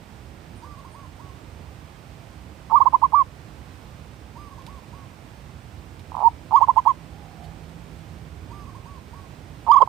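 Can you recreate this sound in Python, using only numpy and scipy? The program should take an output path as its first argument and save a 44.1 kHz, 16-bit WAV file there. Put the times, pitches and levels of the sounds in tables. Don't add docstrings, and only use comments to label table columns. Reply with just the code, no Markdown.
import sys
import numpy as np
from scipy import signal
from scipy.fft import rfft, irfft
from scipy.io import wavfile
from scipy.ndimage import uniform_filter1d, minimum_filter1d

SR = 44100
rng = np.random.default_rng(int(sys.argv[2]) if len(sys.argv) > 2 else 0)


def unload_audio(sound):
    columns = np.transpose(np.atleast_2d(sound))
    steps = np.round(np.clip(columns, -1, 1) * 32767)
    wavfile.write(sys.argv[1], SR, steps.astype(np.int16))


N = 435708
TIME_S = np.arange(N) / SR
FLIP_HZ = 980.3
SPLIT_HZ = 500

# onset in seconds, rise up to the register flip in seconds, hold after it in seconds,
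# top pitch in Hz, hold level in dB, strain (0-1).
CLOSE_COOS = [(2.697, 0.060, 0.035, 1198, -14, 0), (2.794, 0.02, 0.022, 1156, -13, 0),
              (2.848, 0.021, 0.019, 1113, -12.5, 0), (2.923, 0.024, 0.017, 1100, -11.5, 0),
              (3.014, 0.024, 0.028, 1136, -15.5, 0.03), (3.121, .026, 0.083, 1165, -16, 0.03),
              (6.206, 0.073, 0.011, 951, -13.5, 0), (6.508, 0.053, 0.035, 1162, -14.5, 0.02),
              (6.600, 0.029, 0.024, 1135, -17, 0), (6.674, 0.024, 0.02, 1095, -17, 0.06),
              (6.758, 0.025, 0.022, 1096, -16.5, 0.07), (6.852, 0.026, 0.044, 1125, -17.5, 0),
              (9.664, 0.053, 0.044, 1182, -12.5, 0), (9.744, 0.025, 0.028, 1174, -12.5, 0.04),
              (9.797, 0.022, 0.02, 1120, -9, 0.26)]
# valid from in seconds, starting pitch in Hz, swell level in dB,
# left-right in dB, third harmonic in dB, hiss in dB, rattle pulses per second, pulse ringing in Hz,
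# pulse growth in dB.
CLOSE_PHRASES = [(2.6, 848, -12, -20.5, -49, -16.5, 215, 1085, 13),
                 (6.1, 876, -10.5, -18, -54, -10, 130, 930, 3),
                 (6.45, 816, -10, -16, -42.5, -1, 160, 995, 10),
                 (9.6, 843, -9.5, -15, -39.5, -5.5, 205, 1014, 12)]
# start in seconds, level in dB, ringing in Hz.
THROAT_POPS = [(6.117, -27.5, 990), (6.127, -34, 970), (6.142, -26.5, 980), (6.149, -19.5, 1020),
               (6.166, -18.5, 1010), (6.177, -22, 980), (6.182, -22.5, 950), (6.189, -20, 920),
               (6.201, -21, 950), (9.873, -21, 1000)]
# low edge in Hz, high edge in Hz.
RASP_BAND_HZ = (390, 760)
# low edge in Hz, high edge in Hz, level in dB,
# to which the phrase's hiss level is added.
COO_HISS = [(1700, 2000, -43.5), (2680, 3550, -48), (6200, 6800, -47.5)]
RATTLE_SHARE = .33
CATCH_DEPTH = .35
SINK_SHARE = .17


def close_dove(second_db=-39, overtones_lean_db=-9, rasp_db=7.0, swell_rasp_db=-48, crop_hz=1290):
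    voice, overtones = np.zeros((2, N)), np.zeros((2, N))
    pulses, end_s = list(THROAT_POPS), 0
    for onset_s, rise_s, hold_s, top_hz, hold_db, strain in CLOSE_COOS:
        phrase = [p for p in CLOSE_PHRASES if p[0] <= onset_s][-1]
        _, low_hz, swell_db, lean_db, third_db, hiss_db, rate_hz, ring_hz, growth_db = phrase
        voiced_s = onset_s + RATTLE_SHARE * rise_s
        level, phase, upper = coo((1 - RATTLE_SHARE) * rise_s, hold_s, scoop_from(low_hz, voiced_s - end_s),
                                  top_hz, swell_db, hold_db, strain, CATCH_DEPTH, SINK_SHARE,
                                  flutter_hz=rate_hz)
        size = len(phase)
        end_s = onset_s + rise_s + hold_s
        pulses += rattle(onset_s, voiced_s, end_s, swell_db, rate_hz, ring_hz, growth_db)

        rasp_gain = from_db(rasp_db) * upper * strain ** 2 + from_db(swell_rasp_db) * (1 - upper)
        rasp = rasp_gain * hiss_in(*RASP_BAND_HZ, size, order=6)
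        add(voice, voiced_s, pan(lean_db) * level * (np.sin(phase) + rasp))

        clean = upper * from_db(second_db) * np.sin(2 * phase) + whistles(phase, 1)
        hiss = sum(from_db(db) * hiss_in(low, high, size) for low, high, db in COO_HISS)
        grain = from_db(4 * drift(300)[:size] - 1)
        third = from_db(third_db) * ragged(phase, order=3)
        harsh = (.5 + .5 * upper) * grain * (third + from_db(hiss_db) * hiss)
        add(overtones, voiced_s, pan(overtones_lean_db) * level * (clean + harsh))
    voice += pan(-15) * throat(pulses, t60_s=.0075)
    return band(voice, 190, crop_hz, order=8) + overtones + buzzes()


STRAIGHT_FALL_S, ARCHING = .017, .7
CLIMB_S = .01


def coo(swell_s, hold_s, start_hz, top_hz, swell_db, hold_db, rough, catch, sink, flutter_hz=200,
        flip_s=.0026, release_s=.015, bend=.063, climb=0, lift_hz=0):
    t = np.arange(0, swell_s + hold_s, 1 / SR)
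    rise = np.clip(t / swell_s, 0, 1)
    fall = np.clip((t - swell_s) / hold_s, 0, 1)
    upper = .5 + .5 * np.tanh((t - swell_s) / flip_s)

    arch_hz = top_hz * (1 - sink * fall ** ((hold_s / STRAIGHT_FALL_S) ** ARCHING))
    arch_hz = arch_hz * (1 - climb * np.exp(-fall * hold_s / CLIMB_S))
    swell_hz = lift_hz + start_hz + (min(FLIP_HZ, top_hz) - start_hz) * rise
    pitch_hz = (1 - upper) * swell_hz + upper * arch_hz

    swell = from_db(swell_db) * np.interp(rise, [0, .8], [.22, 1])
    level = (1 - upper) * swell + upper * from_db(hold_db)
    level = level * np.clip(t / .0036, 0, 1) * np.clip((t[-1] - t) / release_s, 0, 1)

    flutter = np.sin(2 * np.pi * np.cumsum(flutter_hz * (1 + .4 * drift(44)[:len(t)])) / SR)
    depth = rough * upper + catch * (1 - rise) ** 2
    pitch_hz = pitch_hz * (1 + bend * depth * flutter + .0009 * drift(150)[:len(t)])
    phase = 2 * np.pi * np.cumsum(pitch_hz) / SR
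    return np.sqrt(2) * level * (1 + depth * flutter), phase, upper


def scoop_from(low_hz, pause_s, slacken_s=.0022):
    return low_hz + (FLIP_HZ - low_hz) * np.exp(-max(pause_s, 0) / slacken_s)


TREMBLE_S, TREMBLE_DB = .02, -36.5


def rattle(onset_s, voiced_s, end_s, swell_db, rate_hz, ring_hz, growth_db, rattle_db=-3.5):
    lead_s = voiced_s - onset_s
    chance = rng.standard_normal((2, 20, 2))
    before, after = [], []
    for s, (slip, force) in zip(np.arange(0, lead_s, 1 / rate_hz), chance[0]):
        db = swell_db + rattle_db - growth_db * (1 - s / lead_s) + .78 * force
        before.append((onset_s + s + .00055 * slip, db, ring_hz))
    for s, (slip, force) in zip(np.arange(0, TREMBLE_S, 1 / rate_hz), chance[1]):
        after.append((end_s + s + .00096 * slip, swell_db + TREMBLE_DB + 2 * force, ring_hz))
    return before + after


def throat(pulses, t60_s, low_hz=680, puff_db=-35, puff_s=.0025):
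    out, t = np.zeros(N), TIME_S[:SR // 40]
    click = np.eye(1, len(t))[0]
    for s, db, hz in pulses:
        response = ring(ring(click, hz, t60_s), hz * .93, t60_s)
        response = band(response, low_hz, 2900, order=3)
        puff = from_db(puff_db) * band(rng.standard_normal(len(t)), 1100, 5000) * np.exp(-t / puff_s)
        add(out, s, from_db(db) * (response / np.abs(response).max() + puff))
    return out


def ragged(phase, order, scatter=.14):
    return np.sin(order * phase + scatter * np.sqrt(order) * drift(300)[:len(phase)])


# offset from its pitch in Hz (negative for a mirror image),
# level beside a close coo in dB, level beside a far coo in dB.
WHISTLE_LINES = [(3757.5, -50.5, -23), (-7500, -61.5, -26.5), (7507, -61, -26), (11254, -69.5, -30)]


def whistles(phase, column):
    t = np.arange(len(phase)) / SR
    return sum(from_db(row[column]) * np.sin(phase + 2 * np.pi * row[0] * t) for row in WHISTLE_LINES)


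# centre in seconds, level in dB.
FLIP_BUZZES = [(6.56, -42.5), (9.718, -32), (9.767, -40), (9.8203, -35)]
# frequency in Hz, relative level in dB.
BUZZ_LINES = [(3170, 2), (4880, -2.5), (7000, -13), (8680, -17), (10800, -29), (12350, -29)]


def buzzes(width_s=.0019, lean_db=-12):
    t, out = TIME_S[:SR // 50] - 1 / 100, np.zeros(N)
    for s, db in FLIP_BUZZES:
        buzz = sum(from_db(line_db) * np.sin(2 * np.pi * (hz * t + rng.random()))
                   for hz, line_db in BUZZ_LINES)
        add(out, s + t[0], from_db(db) * buzz * np.exp(-(t / width_s) ** 2))
    return pan(lean_db) * out


# start within it in seconds, swell in seconds, hold in seconds,
# top pitch in Hz, share of pitch lost over the hold, swell level in dB, hold level in dB,
# lift of a slurred swell in Hz.
FAR_NOTES = [(0, 0.0279, 0.114, 1186, 0.074, -43, -48, 3), (0.145, .022, 0.027, 1194, .15, -51, -47.5, 106),
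             (0.225, 0.0124, 0.033, 1130, 0.088, -42, -50.5, 0),
             (.323, .015, .112, 1135, .18, -44, -51, -6), (0.574, 0.017, 0.1103, 1128, 0.084, -45, -53, 1)]
# phrase start in seconds, time stretch (factor).
FAR_STARTS = [(.618, .998), (4.351, 1.0), (8.495, 1.1)]
FAR_LOW_HZ = 877
FAR_CLIMB = .056


def far_dove(lean_db=-10, echo_s=.03, echo_db=-16):
    out = np.zeros(N)
    for s, stretch in FAR_STARTS:
        for after_s, swell_s, hold_s, top_hz, sink, swell_db, hold_db, lift_hz in FAR_NOTES:
            level, phase, _ = coo(stretch * swell_s, stretch * hold_s, FAR_LOW_HZ, top_hz, swell_db, hold_db,
                                  rough=.071, catch=.33, sink=sink, release_s=.0075, climb=FAR_CLIMB,
                                  lift_hz=lift_hz)
            waver = from_db(1.1 * drift(25)[:len(level)])
            note = level * waver * (np.sin(phase) + whistles(phase, 2))
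            start_s = s + stretch * after_s
            add(out, start_s, note)
            add(out, start_s + echo_s, from_db(echo_db) * note)
    return pan(lean_db) * out


# start in seconds, relative level in dB, decay time constant in seconds.
CAGE_TICKS = [(4.620, -43, .003), (4.665, -37, 0.0065), (5.994, -46.5, 0.011), (7.441, -47, 0.017),
              (7.693, -48, .005)]
# centre in seconds, length in seconds, pitch in Hz, level in dB before the fades.
BIRD_CHIPS = [(0.578, 0.082, 9200, -61.5), (0.933, 0.086, 9100, -62.5)]


def small_sounds(body_hz=4200, body_db=-1):
    t, out = TIME_S[:SR // 10], np.zeros(N)
    for s, db, decay_s in CAGE_TICKS:
        snap = .51 * hiss_in(2000, 12000, len(t))
        body = from_db(body_db) * hiss_in(.53 * body_hz, 1.12 * body_hz, len(t))
        add(out, s, .5 * from_db(db) * (snap + body) * np.exp(-t / decay_s))
    for s, length_s, hz, db in BIRD_CHIPS:
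        size = int(length_s * SR)
        chip = np.hanning(size) * hiss_in(hz * .94, hz * 1.05, size, order=2)
        add(out, s - length_s / 2, from_db(db) * chip)
    return pan(-10) * out


# delay in seconds, level in dB.
NEAR_BOUNCES = [(.0105, -19), (.0235, -27)]


def bounces(x):
    out = np.zeros((2, N))
    for delay_s, db in NEAR_BOUNCES:
        add(out[0], delay_s, from_db(db) * x.mean(0))
    return out


def porch(x, wet_db, t60_s):
    t = TIME_S[:SR // 2]
    tail = band(rng.standard_normal((2, len(t))), 300, 4400)
    tail = tail * np.exp(-np.log(1000) * t / t60_s) * np.clip(t / .0037, 0, 1) ** 2
    tail /= np.sqrt(np.sum(tail ** 2, axis=1, keepdims=True))
    return from_db(wet_db) * pan(-1) * signal.oaconvolve(x.mean(0)[None], tail, axes=1)[:, :N]


# time in seconds, level in dB before a 4.5 dB cut.
MOTOR_DRONE = [(6.85, -67), (7.0, -43), (7.25, -49.5), (7.45, -42), (7.75, -40), (8.1, -45), (8.8, -55),
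               (9.6, -62)]
# time in seconds, level in dB.
WHINE_SWELL = [(6.95, -82), (7.15, -57), (7.45, -52), (7.65, -68), (7.9, -72)]
# frequency in Hz, relative level in dB.
WHINE_TONES = [(692, -6), (750, -3.5), (815, -3.5)]
# frequency in Hz, level in dB.
TOWN_HUM = [(152, -60.5), (193, -65.5), (263, -70), (315, -66.5)]


def far_motor(drone_hz=162):
    def line(hz, wander):
        tone = np.sin(2 * np.pi * np.cumsum(hz * (1 + wander * drift(6.96))) / SR)
        return np.sqrt(2) * tone * from_db(2 * drift(13))
    whine = sum(from_db(db) * line(hz, wander=.014) for hz, db in WHINE_TONES)
    hum = sum(from_db(db) * line(hz, wander=.00805) for hz, db in TOWN_HUM)
    drone = from_db(in_time(MOTOR_DRONE) - 4.5) * line(drone_hz, wander=.0119)
    return pan(-12.5) * (drone + from_db(in_time(WHINE_SWELL)) * whine + hum)


# frequency in Hz, likeness (correlation).
EAR_LIKENESS = [(60, 0.96), (130, 0.97), (290, 0.9), (640, 0.62), (1410, -0.07), (3100, 0.48), (6820, 0.14),
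                (15000, 1)]
# frequency in Hz, left-right in dB.
EAR_LEAN = [(60, -10.5), (130, -9), (290, -11), (640, -11.5), (1410, -12.5), (3100, -5.5), (6820, -1.5),
            (15000, -15)]


def background(spectrum, low_hz, high_hz, waver_db):
    hz = np.arange(N // 2 + 1) * SR / N
    mid, side = rfft(rng.standard_normal((2, N)))
    alike = np.clip(at_hz(EAR_LIKENESS, hz), 0, 1)
    ears = np.sqrt(1 + alike) * mid + np.sqrt(1 - alike) * side * [[1], [-1]]
    ears = ears * pan(at_hz(EAR_LEAN, hz)) / np.sqrt(1 + alike)
    noise = irfft(ears * from_db(at_hz(spectrum, hz)) * (hz > low_hz) * (hz < high_hz), N)
    return noise / noise.mean(0).std() * from_db(waver_db * drift(1.4))


def from_db(db):
    return 10 ** (np.asarray(db) / 20)


def rms_one(x):
    return x / np.sqrt(np.mean(x ** 2) + 1e-20)


def in_time(rows):
    return np.interp(TIME_S, *np.transpose(rows))


def at_hz(points, hz):
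    f, value = np.transpose(points)
    return np.interp(np.log(np.maximum(hz, 1)), np.log(f), value)


def band(x, low_hz, high_hz, order=2):
    edges_hz = [low_hz, min(high_hz, .45 * SR)]
    return signal.sosfilt(signal.butter(order, edges_hz, "band", fs=SR, output="sos"), x + 1e-18)


def hiss_in(low_hz, high_hz, size, order=3):
    return rms_one(band(rng.standard_normal(SR // 4), low_hz, high_hz, order=order)[-size:])


def drift(rate_hz, size=N):
    r = np.exp(-80 * np.pi * rate_hz / SR)
    noise = rng.standard_normal(size // 40 + 2002)
    slow = signal.lfilter([1], [1, -2 * r, r * r], noise)[2000:]
    return np.interp(np.arange(size) / 40, np.arange(len(slow)), rms_one(slow))


def ring(clicks, hz, t60_s):
    r, w = np.exp(-np.log(1000) / (t60_s * SR)), 2 * np.pi * hz / SR
    return signal.lfilter([0, np.sin(w)], [1, -2 * r * np.cos(w), r * r], clicks + 1e-18)


def pan(lean_db):
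    left = from_db(lean_db)
    return np.reshape([2 * left / (1 + left), 2 / (1 + left)], (2, -1))


def add(out, s, sound):
    i = int(s * SR)
    out[..., i:i + sound.shape[-1]] += sound[..., :N - i]


# time in seconds, gain in dB.
RUMBLE_SWELL = [(0, 0.5), (6.5, 0), (7.3, 0.9), (8.8, 1.5), (9.88, 0.5)]
# frequency in Hz, relative density in dB per Hz.
RUMBLE_SHAPE = [(13, -64.5), (22, -30.5), (27, -34.5), (35, -32.5), (46, -7.5), (70, 0.5), (137, -6),
                (178, -10.5), (264, -13.5), (312, -14.5), (361, -17.5), (500, -19.5), (650, -51),
                (1100, -120)]
HISS_SHAPE = [(290, -31), (500, 3), (737, 1), (803, 1), (1290, -5.5), (1820, -7.5), (2430, -7.5),
              (4250, -13.5), (4640, -14.5), (5200, -15), (6830, -19.5), (8600, -18), (11000, -28),
              (14400, -24.5), (15500, -23)]
RUMBLE_DB, HISS_DB = -44, -52.5


def scene():
    near, far = close_dove() + small_sounds(), far_dove()
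    echoes = bounces(near) + porch(near, wet_db=-38, t60_s=.27) + porch(far, wet_db=-14, t60_s=.52)
    rumble_gain = from_db(RUMBLE_DB + in_time(RUMBLE_SWELL))
    rumble = rumble_gain * background(RUMBLE_SHAPE, 10, SPLIT_HZ, waver_db=.77)
    hiss = from_db(HISS_DB) * background(HISS_SHAPE, SPLIT_HZ, SR / 2, waver_db=.3)
    return near + far + echoes + rumble + hiss + far_motor()


def record(dry, ceiling=1.0, cutoff_hz=15400):
    room = np.minimum(1, ceiling / (np.abs(dry) + 1e-9))
    gain = uniform_filter1d(minimum_filter1d(room, size=177), size=177)
    return signal.sosfilt(signal.ellip(10, .1, 80, cutoff_hz, fs=SR, output="sos"), dry * gain)


dry = scene()
out = record(dry)
unload_audio(out)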